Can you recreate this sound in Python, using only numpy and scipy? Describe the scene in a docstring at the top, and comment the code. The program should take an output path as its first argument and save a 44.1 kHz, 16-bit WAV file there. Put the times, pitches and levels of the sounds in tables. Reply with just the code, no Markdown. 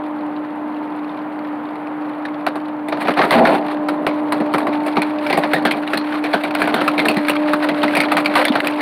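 """Trash snaps and crunches as a refuse truck's packer blade sweeps it through the steel hopper.
The breaking pieces push on the steel, which booms along, and heavy ones thump the floor.
Before the crush, one soft thump, faint ticks and squeaks join the hydraulic pump's hum and the
engine's roar, which run throughout. A small camera a few metres away hears it all: its housing
colours the treble and its limiter holds down the peaks."""
import sys
import numpy as np
from scipy import signal
from scipy.io import wavfile
from scipy.ndimage import uniform_filter1d, minimum_filter1d

SR = 44100
rng = np.random.default_rng(int(sys.argv[2]) if len(sys.argv) > 2 else 0)


def to_wav(s):
    """Save 16-bit WAV."""
    ch = np.atleast_2d(s).T  # columns
    pcm = np.round(np.clip(ch, -1, 1) * 32767)  # PCM
    wavfile.write(sys.argv[1], SR, pcm.astype(np.int16))


N = 388521

# Single pieces breaking. 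Each row: start in seconds, level in dB, ring pitch in Hz,
# then push on the steel and treble, both in dB above that level.
BIG_SNAPS = [(2.2517, -39.5, 1610, -6, -15), (2.4649, -29, 990, 4.5, -8.5), (2.5551, -45, 1070, 18, -5.5),
             (2.8837, -43, 2200, 13, -2), (2.9229, -35.5, 1000, 13.5, -19), (3.05, -41, 760, 18.5, -25),
             (3.0815, -31, 1080, 16.5, -12), (3.1907, -27, 1070, 16, -27), (3.2151, -20, 1280, 6, -24),
             (3.3077, -18, 1150, 7, -5), (3.4521, -17.5, 1360, 9.5, -25), (3.885, -33, 970, 4, -7.5),
             (4.0658, -28, 1023, 12.5, -9), (4.321, -31.5, 990, 6, -5), (4.4016, -45, 1010, 25.5, -11),
             (4.5373, -30.5, 1270, 13, -6), (4.581, -36.5, 1118, 8, -2), (4.6675, -38.5, 1086, 20, -12),
             (4.8632, -43.5, 2240, 19.5, 1.5), (4.9677, -31, 980, 17, -14), (5.018, -31, 2370, -6, -4.5),
             (5.2644, -35, 2260, 7, -10), (5.2989, -32.5, 2200, 11, -8), (5.3264, -28, 2170, 13.5, -9.5),
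             (5.3726, -32, 1090, 17, 0.5), (5.435, -29.5, 910, 4, -15), (5.5338, -18, 1840, 11.5, -5),
             (5.6509, -23.5, 1550, 9, -7.5), (5.7096, -28.5, 2370, 5, -5), (5.9328, -29.5, 1720, 10.5, -10),
             (5.9724, -31.5, 4280, 9, -4.5), (6.2389, -36, 2360, 12.5, -7.5), (6.335, -29, 1430, 14, -11),
             (6.4353, -36.5, 2370, 12.5, -4.5), (6.549, -27.5, 1400, -13, -3),
             (6.6174, -22, 1590, 9.5, -6.5), (6.6732, -36.5, 1440, 17, -8),
             (6.7418, -15.5, 1420, 10.5, -5.5), (6.8117, -34, 1317, 12, -11), (6.8776, -25.5, 1190, 1, -7),
             (6.979, -31, 2420, -1, -7), (6.991, -27.5, 2170, 7, -10), (7.0532, -32, 1720, 13, -3.5),
             (7.0836, -24.5, 2580, 12, -3), (7.167, -35.5, 1880, 16.5, -8), (7.2832, -24, 1340, -16, -2),
             (7.295, -31, 2700, 10, 0.5), (7.5332, -29.5, 1240, 5, -4.5), (7.6869, -31.5, 2050, 10, -10),
             (7.8317, -29, 1390, 13, -9.5), (7.9505, -29, 2420, 1, -5), (7.967, -27, 2320, 10.5, -4.5),
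             (8.0028, -20, 2240, -1, -6), (8.1172, -30, 1260, 7, -1), (8.1679, -20, 1252, 0, -8.5),
             (8.258, -25, 2300, -10, -6), (8.3545, -21.5, 1090, 2, -5), (8.4512, -19.5, 2010, -12, -3.5),
             (8.4813, -23, 3630, -14, -10.5), (8.5529, -27.5, 1460, 6, -13), (8.603, -14, 2000, -48, -1.5),
             (8.6704, -27, 2520, -23, 4)]
# Trash grinding under the blade. Each row: time in seconds, crackle in dB, steel boom in dB.
GRIND_LEVELS = [(2.8, -70.5, -50), (3.02, -36.5, -34.5), (3.6, -37, -29), (3.801, -50, -31.5),
                (4.95, -39, -31.5), (5.1, -42, -41), (5.35, -35.5, -31), (5.7, -38, -28.5), (6.1, -39, -58),
                (6.8, -34, -23.5), (7.1, -36, -34.5), (7.42, -36, -40), (7.98, -32.5, -29),
                (8.81, -33.5, -29)]
# Large pieces tearing. Each row: start in seconds, hold in seconds, crackle in dB, steel boom in dB.
TEARS = [(3.161, 0.078, -26.5, -18.5), (3.304, 0.073, -12.5, -7.5), (3.443, 0.025, -15.5, -29),
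         (8.346, 0.033, -17.5, -32)]
# The tone of cracking trash. Each row: frequency in Hz, relative level in dB.
CRACK_TONE = [(500, 6.5), (900, 0.5), (2400, 0), (3200, -6), (4300, -4), (5300, -20), (6500, -28),
              (9000, -102)]
# The camera housing's resonance. Each row: frequency in Hz, relative level in dB.
HOUSING_TONE = [(6500, -24), (9300, -6), (11000, -11.5), (13000, -14), (17000, -22)]
# The notes the steel tub rings at. Each row: pitch in Hz, width in Hz, gain in dB.
HOPPER_NOTES = [(164.5, 36, -8), (228, 49, 1), (354, 153, 4), (657, 91, 4.5), (786, 81, 4), (961, 220, 1.5)]
# Heavy pieces hitting the floor, and two steel rings set off by the big tear near 3.3 s. Each row: start in
# seconds, # level in dB, pitch in Hz, seconds to fade by 60 dB.
THUMPS_AND_RINGS = [(0.655, -25, 247, 0.14), (3.35, 1, 237, 0.32), (3.345, -4.5, 656, 0.67),
                    (3.35, -4.5, 814, 0.26), (7.166, -3.5, 210, 0.076), (8.5, 6, 255, 0.039)]
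# The sliding blade squeaking. Each row: start in seconds, level in dB, pitch in Hz.
BLADE_SQUEAKS = [(1.215, -62, 12600), (1.318, -54, 8650), (1.468, -54, 13850)]
# The pump's hum, shifting with oil pressure. Each row: time in seconds, then harmonics 1, 2, 3 in dB.
PUMP_LEVELS = [(0, -25, -37.5, -41), (1.6, -27.5, -48.5, -45.5), (2.9, -25.5, -37.5, -43),
               (3.7, -22.5, -29.5, -43), (4.9, -20.5, -32.5, -36), (5.2, -22.5, -30.5, -42),
               (6.4, -23, -36.5, -41), (7.6, -19, -24.5, -40), (8.2, -22, -28.5, -44),
               (8.81, -23, -29, -35)]
# The pump's note. Each row: time in seconds, pitch in Hz.
PUMP_NOTE = [(0, 300.3), (4.3, 300.3), (8.81, 298.6)]
# The tone of the engine and fan. Each row: frequency in Hz, relative level in dB.
ROAR_TONE = [(55, -56), (95, -20.5), (135, -13.5), (240, 1.5), (430, -4), (800, 1), (1100, -2.5),
             (2300, -18), (4400, -37), (5600, -54), (7000, -56), (9300, -47.5), (17000, -51)]
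# Engine notes that stand out of the roar. Each row: pitch in Hz, level in dB.
ENGINE_NOTES = [(141, -53.5), (812, -51.5), (1003, -46.5)]


def snaps(rows, decay_s, rise_s):
    """Each break is a ragged, dying burst with two ringing pitches. Gives crack, treble, push on steel."""
    out, t = np.zeros((3, N)), np.arange(6000) / SR
    for start_s, db, hz, push_db, treble_db in rows:
        noise = rng.standard_normal((4, len(t)))
        second_hz = hz * rng.uniform(1.25, 2.38)
        age = t / (decay_s * gain_of(0.27 * push_db))  # heavy pieces boom more and rattle longer
        splinters = gain_of(2.6 * unit_rms(uniform_filter1d(noise[3], 120)) * np.minimum(t / 0.008, 1))
        shape = (gain_of(-200 * age) + 0.84 * splinters * gain_of(-60 * age)) * np.minimum(t / rise_s, 1)
        crack, treble, push = gain_of(db) * shape * noise[:3]
        crack = 1.7 * crack + 1.4 * resonate(crack, hz, 260) + .6 * resonate(crack, second_hz, 330)
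        clumps_db = 3.5 * unit_rms(uniform_filter1d(noise[2], 90))
        treble *= gain_of(treble_db - 36 * age + clumps_db) * np.minimum(t / 0.002, 1)  # dies first
        push *= gain_of(push_db)
        at = round(start_s * SR)
        out[:, at:at + len(t)] += np.array([crack, treble, push])[:, :N - at]
    return out


def crackles(count=720):
    """Small bits snap at random, following the grind's level; the smallest are the brightest."""
    times, grind_db, _ = np.transpose(GRIND_LEVELS)
    when, size, pitch, bright = rng.random((count, 4)).T
    start_s = when * times[-1]
    around_db = np.interp(start_s, times, grind_db, left=-51)  # loose debris ticks before the crush
    db = around_db - 9.5 + 14 * size ** 3
    hz, push_db, treble_db = 1000 * 3.6 ** pitch, 4.5 - 9 * pitch, -16 + 18 * bright - 8 * size
    return snaps(zip(start_s, db, hz, push_db, treble_db), decay_s=.045, rise_s=0.0022)


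def grind_strength(rise_s=0.011):
    """Crackle and boom gains: the slow grind plus each tear, which swells fast, holds and dies away."""
    t, level = np.arange(N) / SR, gain_of(follow(GRIND_LEVELS))
    for start_s, hold_s, crackle_db, boom_db in TEARS:
        fading_s = np.maximum(t - start_s - rise_s - hold_s, 0)
        swell = np.clip((t - start_s) / rise_s, 0, 1) ** 2
        level += swell * gain_of([crackle_db - 400 * fading_s, boom_db - 137.5 * fading_s])
    return level * (t > GRIND_LEVELS[0][0])


def crunch():
    """Grinding trash makes a flickering noise and shakes the steel. Gives crack, treble, push."""
    crackle, boom = grind_strength()
    crackle *= gain_of(4.9 * wander(90))
    noise = rng.standard_normal((3, N))
    crack = resonate(noise[0], 1040, 1700) * crackle * gain_of(-6.5)  # duller than the snaps
    treble = noise[1] * crackle * gain_of(-23 + 2.8 * wander(60))
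    push = noise[2] * boom * gain_of(2.8 * wander(30))
    return np.array([crack, treble, push])


def hopper(push):
    """The steel tub rings at its own notes when pushed, and heavy pieces thump its floor."""
    boom = .5 * sum((-1) ** k * gain_of(db) * resonate(push, hz, width_hz)
                    for k, (hz, width_hz, db) in enumerate(HOPPER_NOTES))
    band = signal.butter(4, [125, 1600], "band", fs=SR, output="sos")
    return signal.sosfilt(band, boom + fading_tones(THUMPS_AND_RINGS))


def squeaks(fade_s=.06):
    """The sliding blade gives short, high squeaks."""
    return fading_tones([(*row, fade_s) for row in BLADE_SQUEAKS])


def pump():
    """The pump's pressure pulses make a clean hum that wavers a little."""
    first_db, second_db, third_db = follow(PUMP_LEVELS)
    hz = follow(PUMP_NOTE)[0] + 0.36 * wander(3) + 1.11 * wander(25)
    phase = 2 * np.pi * np.cumsum(hz) / SR
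    levels_db = [first_db + 1.03 * wander(30), second_db + 1.93 * wander(16), third_db + 3 * wander(7.2)]
    return sum(np.sqrt(2) * gain_of(db) * np.sin(k * phase) for k, db in enumerate(levels_db, 1))


def engine(width_hz=35):
    """A broad roar with a few fuzzy notes, louder as the pump loads the engine."""
    noise = rng.standard_normal((2, N))
    load_db = 0.32 * (follow(PUMP_LEVELS)[0] - PUMP_LEVELS[0][1])
    notes = np.zeros(N)
    for hz, db in ENGINE_NOTES:
        note = resonate(resonate(noise[1], hz, width_hz), hz, width_hz)
        notes += gain_of(db + 3 * wander(4.5)) * unit_rms(note)
    roar = gain_of(-30 + .5 * wander(3.4)) * coloured(noise[0], ROAR_TONE)
    return gain_of(load_db) * (roar + notes)


def fading_tones(rows, rise_s=0.0093):
    """Pure tones that start softly and die away."""
    out, t = np.zeros(N), np.arange(N) / SR
    for start_s, db, hz, fade_s in rows:
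        age = np.maximum(t - start_s, 0)
        out += gain_of(db - 60 * age / fade_s) * np.minimum(age / rise_s, 1) * np.sin(2 * np.pi * hz * age)
    return out


def resonate(x, hz, width_hz):
    """Makes a sound ring at one pitch; white noise keeps its power."""
    r = np.exp(-np.pi * width_hz / SR)
    pole = r * np.exp(2j * np.pi * hz / SR)
    return np.sqrt(2 * (1 - r ** 2)) * signal.lfilter([1], [1, -pole], x).real


def coloured(x, tone):
    """Filters a sound to follow a tone table; white noise keeps its power."""
    hz, db = np.transpose(tone)
    grid_hz = abs(np.fft.fftfreq(8192, 1 / SR))
    log_gain = np.log(gain_of(np.interp(np.log(grid_hz + 1), np.log(hz), db, left=-100, right=-100)))
    taps = np.fft.ifft(np.exp(np.conj(signal.hilbert(log_gain)))).real[:4096]  # rings only after a hit
    return signal.oaconvolve(x, taps / np.linalg.norm(taps))[:len(x)]


def wander(top_hz):
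    """A smooth random wobble of typical size 1, no faster than top_hz."""
    t = np.arange(0, N, 64) / SR
    rates = top_hz * np.geomspace(.05, 1, 24)
    wobble = sum(np.sin(2 * np.pi * (hz * t + rng.random())) / np.sqrt(hz) for hz in rates)
    return np.interp(np.arange(N) / SR, t, unit_rms(wobble))


def follow(rows):
    """Joins a time table's rows with straight lines, giving each column at every sample."""
    times, *columns = np.transpose(rows)
    return [np.interp(np.arange(N) / SR, times, column) for column in columns]


def gain_of(db):
    """Turns decibels into a multiplier."""
    return 10 ** (np.asarray(db) / 20)


def unit_rms(x):
    """Scales a signal to a typical size (rms) of 1."""
    return x / np.sqrt(np.mean(x ** 2) + 1e-20)


def scene():
    """Trash, steel, blade, pump and engine at one microphone."""
    crack, treble, push = snaps(BIG_SNAPS, decay_s=0.098, rise_s=0.00064) + crackles() + crunch()
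    trash = coloured(crack, CRACK_TONE) + coloured(treble, HOUSING_TONE)
    return (trash + hopper(push) + squeaks() + pump() + engine())[None]


def record(dry, ceiling_db=-3, recover_db_per_s=340, cutoff_hz=15750):
    """A quick limiter turns down the loud peaks; then the highest treble is cut."""
    peak_db = 20 * np.log10(abs(dry) + 1e-9)
    recovery_db = np.arange(N) / SR * recover_db_per_s
    held_db = np.maximum.accumulate(peak_db + recovery_db, axis=1) - recovery_db
    cut_db = np.maximum(held_db - ceiling_db, 0)
    cut_db = uniform_filter1d(-minimum_filter1d(-cut_db, 41), 41)  # eases in just before each peak
    lowpass = signal.firwin(511, cutoff_hz, window=("kaiser", 9), fs=SR)
    return signal.oaconvolve(dry / gain_of(cut_db), lowpass[None], "same")


dry = scene()
out = record(dry)
to_wav(out)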